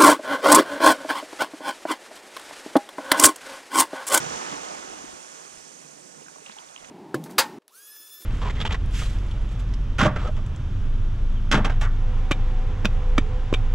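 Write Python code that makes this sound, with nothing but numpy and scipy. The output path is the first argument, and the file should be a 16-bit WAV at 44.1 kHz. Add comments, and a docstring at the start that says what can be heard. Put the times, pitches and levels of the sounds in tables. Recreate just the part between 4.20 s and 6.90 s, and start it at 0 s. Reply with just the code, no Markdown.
"""A small broken wave rushes up a pebble beach and dies away, leaving its foam fizzing.
The shallows churn softly; then the backwash meets the next ripple with gurgles and small splashes.
The water sounds through trapped air: each bubble is a damped resonator, the smaller the higher.
Light wind rumbles on two microphone ports; the left is dull and out of phase with the right."""
import sys
import numpy as np
from scipy import signal
from scipy.fft import rfft, irfft, next_fast_len
from scipy.io import wavfile
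from scipy.ndimage import uniform_filter1d

SR = 44100
rng = np.random.default_rng(int(sys.argv[2]) if len(sys.argv) > 2 else 0)


def master_out(mix):
    """Clip the mix to full scale and print it as 16-bit PCM to the path in sys.argv[1]."""
    frames = np.transpose(np.atleast_2d(mix))
    ceiling = np.clip(frames, -1, 1)
    pcm = np.round(ceiling * 32767).astype(np.int16)
    wavfile.write(sys.argv[1], SR, pcm)


N = 119070

# Envelopes of the continuous sources: (time [s], level [dB])
WIND_LEVEL = [(0, -58), (.1, -52), (.145, -46.5), (.2, -65), (.36, -57.5), (.64, -63.5), (.73, -60),
              (.8, -62), (.87, -55), (.96, -60), (1.03, -71), (1.18, -81), (1.31, -67), (1.38, -57),
              (1.46, -75), (2.55, -70.5), (2.64, -63), (2.69, -70)]  # at the right port
FLUTTER_LEVEL = [(0, -67), (.6, -54), (.72, -54), (.95, -50), (1.05, -71), (1.6, -77)]  # a gust in the left port
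COLLAPSE_LEVEL = [(0, -36), (.06, -40), (.09, -40.5), (.14, -47), (.2, -56), (.32, -48), (.42, -53.5),
                  (.9, -93)]
SPATTER_LEVEL = [(1.95, -83), (2.15, -69), (2.258, -66), (2.275, -53), (2.32, -52.5), (2.35, -55),
                 (2.4, -67), (2.44, -52), (2.48, -65), (2.55, -65), (2.59, -54), (2.65, -66), (2.7, -52)]
CHURN_LEVEL = [(0, -58), (1.1, -55.5), (1.5, -49.5), (1.85, -48.5), (2.0, -49), (2.3, -56), (2.5, -59),
               (2.7, -50.5)]
GURGLE_LEVEL = [(0, -63), (1.9, -60.5), (2.07, -52), (2.255, -54), (2.275, -49.5), (2.32, -51), (2.35, -53),
                (2.39, -44.5), (2.43, -46.5), (2.46, -52), (2.52, -49), (2.6, -50), (2.64, -46.5),
                (2.7, -53)]
FIZZ_LEVEL = [(0, -37.5), (.7, -43.5), (1.05, -43), (1.35, -43.5), (1.7, -45.5), (2.2, -47), (2.7, -48)]
SURGE_LEVEL = [(0, -28.5), (.06, -30.5), (.12, -30), (.25, -31.5), (.335, -31), (.37, -34), (.45, -34),
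               (.53, -34.5), (.6, -36.5), (.8, -39), (1.0, -43.5), (1.24, -45), (1.5, -51), (1.9, -58),
               (2.7, -53)]

# Spectral shaping of the same sources: (frequency [Hz], relative gain [dB])
WIND_SPECTRUM = [(10, -20), (25, -4), (42, 0), (85, -2.5), (130, -7), (300, -16), (1000, -46), (15000, -90)]
FLUTTER_SPECTRUM = [(60, -30), (170, -8), (250, 0), (340, 1.5), (600, -25), (15000, -90)]
COLLAPSE_SPECTRUM = [(30, -51), (65, -32), (105, -8), (170, -1), (260, -8), (600, -37), (15000, -90)]
SPATTER_SPECTRUM = [(300, -28), (1300, 1), (2500, -1), (3400, -0.5), (4500, -5), (7000, -20), (15000, -45)]
CHURN_SPECTRUM = [(30, -24), (70, -34), (110, -18), (155, 1.5), (220, -2), (300, -1.5), (450, 0), (700, -1),
                  (1100, -12), (2000, -20.5), (5000, -43), (15000, -59)]
GURGLE_SPECTRUM = [(100, -39), (400, -4.5), (650, 3), (950, 0), (1500, -6.5), (2200, -12.5), (3200, -16),
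                   (4200, -22), (7000, -19), (15000, -32)]
FIZZ_SPECTRUM = [(100, -37), (1500, -7), (3000, -11.5), (4000, -14), (5000, -7), (5700, -3), (6500, -0.5),
                 (7500, -5), (8600, -5.5), (9300, -8.5), (10000, -15), (11000, -21.5), (12500, -27),
                 (15000, -33.5)]
SURGE_SPECTRUM = [(30, -55), (100, -43), (160, -7), (300, -2), (500, .5), (750, 2), (1000, -1.5),
                  (1220, -3.5), (1600, -6.5), (2200, -10), (3200, -12), (4100, -15.5), (6400, -8.5),
                  (8500, -21), (11000, -43), (15000, -80)]

# Water slapping against boots: (time [s], centre frequency [Hz], nominal peak [dB])
SLAP_EVENTS = [ (2.083, 1000, -37.5), (2.2955, 1300, -32.5), (2.324, 3500, -36), (2.6458, 2100, -32.5)]
# Splashes and glugs: (time [s], bubble pitch [Hz], nominal peak [dB], decay [s], spray share [0-1])
SPLASH_EVENTS = [ (.043, 716, -27, .006, 0.83), (.062, 855, -25.5, 0.007, 0.96),
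                 (.310, 200.5, -34.5, .012, .3), (0.324, 1100, -29, .0061, 0), (.333, 283, -31.5, .012, 0),
                 (.505, 786, -31, .016, 1), (.626, 1380, -32.5, 0.0076, .9), (.644, 289, -39, 0.0055, 0.68),
                 (1.849, 192, -48.5, 0.023, .3), (1.961, 185, -48, 0.011, 0.6),
                 (2.017, 470, -39, .0065, .55), (2.024, 2730, -43.5, .003, 0.5),
                 (2.063, 1480, -39.5, 0.0033, 0.06), (2.083, 1420, -33.5, .0013, .55),
                 (2.117, 550, -43, .006, .4), (2.158, 1030, -36, 0.0022, 0.1),
                 (2.161, 675, -36.5, 0.0026, 0.2), (2.166, 380, -42.5, .009, 0.7),
                 (2.183, 1040, -38.5, .003, 0.4), (2.218, 433, -42, 0.015, 0.2),
                 (2.2615, 2700, -31, .0022, .2), (2.2655, 3100, -34.5, .002, .4),
                 (2.289, 208, -45.5, 0.021, 0.01), (2.2955, 1000, -34, .0028, .25),
                 (2.311, 2700, -44, 0.0044, 0.8), (2.3165, 3400, -38, .0025, .9),
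                 (2.324, 4700, -40, .004, .8), (2.360, 3780, -46, .003, .3), (2.365, 820, -34, 0.0047, 0),
                 (2.386, 3050, -29.5, .0014, .12), (2.392, 750, -43, 0.0091, .9),
                 (2.412, 873, -39, .009, 0.7), (2.430, 700, -43, .007, .8), (2.487, 3400, -39, .0017, .6),
                 (2.562, 2900, -26, .0007, .2), (2.562, 990, -34.5, 0.0033, .1),
                 (2.564, 3740, -47, .002, .6), (2.577, 2850, -36, .0035, .3),
                 (2.602, 3330, -46, .0025, 0.2), (2.636, 2300, -45, .005, 0.94),
                 (2.648, 2530, -41, 0.0039, 1)]
# Left port relative to the right: (frequency [Hz], gain [dB], phase lead [rad], coherence [0-1])
LEFT_RESPONSE = [(60, 1, -4.5, 0.9), (175, -9, 1.04, 0.26), (302, -6, 1.5, .3), (407, -14, 2.5, 0.93),
                 (586, -10.5, 3.5, 0.94), (787, -4.5, 2.5, 0.96), (1050, -0.3, 2.5, 0.87),
                 (1980, -2, 1.96, 0.61), (2950, -2.5, 1.67, .95), (3820, -3.5, 1.26, 0.78),
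                 (4730, -13.5, -0.5, 0.23), (5100, -25, 2, 0.5), (6500, -32.5, 0, 0), (8600, -32.5, 0, 0.1),
                 (11100, -19.5, 0, 0), (15000, -17, 0, 0)]

PITCH_RISE = .036  # fraction of its starting pitch that a bubble gains per decay time


def amp(db):
    """Amplitude ratio for a level in decibels."""
    return 10 ** (np.asarray(db) / 20)


def unit(x):
    """Normalisation to rms 1."""
    return x / np.sqrt(np.mean(x ** 2) + 1e-20)


def over_hz(table, hz, column=1):
    """Interpolation of a table column along log frequency."""
    table = np.array(table, float)
    return np.interp(np.log(hz + 1), np.log(table[:, 0] + 1), table[:, column])


def envelope(levels):
    """Gain per sample, interpolated in decibels."""
    return amp(np.interp(np.arange(N) / SR, *np.transpose(levels)))


def coloured(x, spectrum):
    """Zero-phase filtering by a spectral shape, at rms 1."""
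    gain = amp(over_hz(spectrum, np.fft.rfftfreq(N, 1 / SR)))
    return unit(irfft(rfft(x) * gain, N))


def add(mix, start_s, sound):
    """Superposition of a sound on a mix, in place."""
    part = mix[..., round(start_s * SR):][..., :sound.shape[-1]]
    part += sound[..., :part.shape[-1]]


def blend(first, second, share):
    """Incoherent signals add in power; share is the fraction given to the first."""
    return np.sqrt(share) * first + np.sqrt(1 - share) * second


def patchy_noise(patch_db, patch_s, patch_hz, flicker_db):
    """Random modulation: two noises share time-frequency patches of level and a broadband flicker."""
    size, hop = 512, 128
    frames, bins = N // hop + 5, size // 2 + 1
    spectra = rng.standard_normal((2, frames, bins)) + 1j * rng.standard_normal((2, frames, bins))
    patch_frames = max(1, round(patch_s * SR / hop))
    patch_bins = max(1, round(patch_hz * size / SR))
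    drift = uniform_filter1d(rng.standard_normal((frames, bins)), patch_frames, axis=0, mode="wrap")
    patches = unit(uniform_filter1d(drift, patch_bins, axis=1, mode="wrap"))
    flicker = unit(uniform_filter1d(rng.standard_normal((frames, 1)), size=7, axis=0))
    spectra *= amp(patch_db * patches + flicker_db * flicker)
    _, noise = signal.istft(spectra.swapaxes(1, 2), nperseg=size, noverlap=size - hop)
    return unit(noise[:, :N])


def bubbles(per_s, low_hz, high_hz, cycles, spread_db):
    """Bubble resonance: two random swarms of rising tones, each decaying by 1/e in `cycles` periods."""
    swarms = np.zeros((2, N))
    pitches = np.geomspace(low_hz, high_hz, num=24)
    for hz in pitches:
        age = np.arange(0, 6, hz / cycles / SR)  # in decay times
        shape = (1 - np.exp(-10 * age)) * np.exp(-age)
        ring = shape * np.sin(2 * np.pi * cycles * age * (1 + PITCH_RISE / 2 * age))
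        chance = per_s / SR * np.sqrt(hz) / np.sqrt(pitches).sum()
        draw = rng.random((2, N))
        born = draw < chance
        excess = -np.log(draw[born] / chance + 1e-9)  # exponential: few bubbles are loud
        pops = np.zeros((2, N))
        pops[born] = amp(spread_db * np.minimum(excess, 4))
        swarms += np.sqrt(hz) * unit(signal.oaconvolve(pops, ring[None], axes=1)[:, :N])
    return unit(swarms)


def wind():
    """Turbulent pressure rumbles incoherently at the two ports; the left also flutters and knocks once."""
    eddies = patchy_noise(patch_db=1.5, patch_s=.06, patch_hz=200, flicker_db=1)
    left, right = envelope(WIND_LEVEL) * coloured(eddies, WIND_SPECTRUM)
    flutter = envelope(FLUTTER_LEVEL) * coloured(eddies[0], FLUTTER_SPECTRUM)
    left = amp(-9) * left + flutter
    hollow_knock = splash(hz=300, db=-32.5, decay_s=.007, spray=1)  # noise alone: a puff of air
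    add(left, start_s=.838, sound=hollow_knock)
    return np.array([left, right])


def collapse():
    """The plunging front of the wave radiates low-frequency noise that dies away."""
    rumble = patchy_noise(patch_db=1, patch_s=.05, patch_hz=200, flicker_db=.5)
    return envelope(COLLAPSE_LEVEL) * coloured(rumble, COLLAPSE_SPECTRUM)


def spatter():
    """Droplets falling back onto the water excite sparse, high bubble resonances."""
    drops = bubbles(per_s=220, low_hz=1500, high_hz=4600, cycles=2.6, spread_db=1.8)
    return envelope(SPATTER_LEVEL) * coloured(drops, SPATTER_SPECTRUM)


def churn():
    """Large air pockets in the shallows are soft springs, so they oscillate at low frequencies."""
    pockets = bubbles(per_s=650, low_hz=135.6, high_hz=1406, cycles=3.6, spread_db=2)
    wash = patchy_noise(patch_db=-.5, patch_s=.054, patch_hz=306.3, flicker_db=-.3)
    shallows = blend(coloured(pockets, CHURN_SPECTRUM), coloured(wash, CHURN_SPECTRUM), share=.48)
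    return envelope(CHURN_LEVEL) * shallows


def gurgle():
    """Air entrainment: the backwash sloshes and folds over into heavily damped bubbles."""
    patter = bubbles(per_s=1400, low_hz=380, high_hz=8340, cycles=2.2, spread_db=2.2)
    slosh = patchy_noise(patch_db=2.5, patch_s=.025, patch_hz=900, flicker_db=1.3)
    return envelope(GURGLE_LEVEL) * coloured(blend(patter, slosh, share=.49), GURGLE_SPECTRUM)


def slap(hz, db):
    """A flat impact of water is brief, hence broad in spectrum and without a ring."""
    return splash(hz, db, decay_s=.0011, spray=1, width_octaves=.6)


def splash(hz, db, decay_s, spray, width_octaves=.38):
    """A drop excites the damped resonance of a trapped bubble and throws band-limited spray noise."""
    t = np.arange(SR // 6) / SR
    attack_cycles = 1.1
    shape = (1 - np.exp(-(t * hz / attack_cycles) ** 2)) * np.exp(-t / decay_s)
    pitch = hz * (1 + PITCH_RISE * np.minimum(t / decay_s, 4))
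    ring = np.sin(2 * np.pi * np.cumsum(pitch) / SR)
    octaves = np.log2((np.fft.rfftfreq(len(t), 1 / SR) + 1) / hz)
    band = np.exp(-.5 * (octaves / width_octaves) ** 2)
    puff = unit(irfft(rfft(rng.standard_normal(len(t))) * band, len(t)))
    rms = amp(db) * np.std(shape * ring) / shape.max()  # of a pure ring whose envelope peaks at db
    return rms * unit(shape * blend(puff, unit(ring), spray))


def fizz():
    """Tiny bubbles burst in the foam; their small radii put the resonances in the treble."""
    pops = bubbles(per_s=4900, low_hz=2414, high_hz=14200, cycles=3.4, spread_db=1)
    hiss = patchy_noise(patch_db=1.33, patch_s=.039, patch_hz=700, flicker_db=-.16)
    return envelope(FIZZ_LEVEL) * coloured(blend(pops, hiss, share=.28), FIZZ_SPECTRUM)


def surge():
    """White water tumbles over pebbles; bubbles of many sizes sum incoherently to a broadband rush."""
    swarm = bubbles(per_s=5000, low_hz=180.2, high_hz=9400, cycles=3.29, spread_db=1)
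    wash = patchy_noise(patch_db=-.15, patch_s=.04, patch_hz=600, flicker_db=-.76)
    return envelope(SURGE_LEVEL) * coloured(blend(swarm, wash, share=.45), SURGE_SPECTRUM)


def ports(direct, diffuse):
    """Partial coherence: the right port gets direct sound; the left is dull, shifted and part diffuse."""
    size = next_fast_len(N + SR // 2)
    hz = np.fft.rfftfreq(size, 1 / SR)
    gain_db, lead, coherence = (over_hz(LEFT_RESPONSE, hz, column) for column in (1, 2, 3))
    shifted = np.exp(1j * lead) * rfft(direct, size)
    left_spectrum = amp(gain_db) * blend(shifted, rfft(diffuse, size), share=coherence ** 2)
    return np.array([irfft(left_spectrum, size)[:N], direct])


def scene():
    """Linear superposition: all the water sounds through the two ports, and the wind adds to it."""
    direct, diffuse = collapse() + surge() + fizz() + churn() + gurgle() + spatter()
    for start_s, hz, db, decay_s, spray in SPLASH_EVENTS:
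        add(direct, start_s, splash(hz, db, decay_s, spray))
    for start_s, hz, db in SLAP_EVENTS:
        add(direct, start_s, slap(hz, db))
    return ports(direct, diffuse) + wind()


def record(dry):
    """Band limiting: a linear-phase low-pass filter removes the highest treble."""
    low_pass = signal.firwin(401, cutoff=15500, window=("kaiser", 9), fs=SR)
    return signal.oaconvolve(dry, low_pass[None], "same", axes=1)


dry = scene()
out = record(dry)
master_out(out)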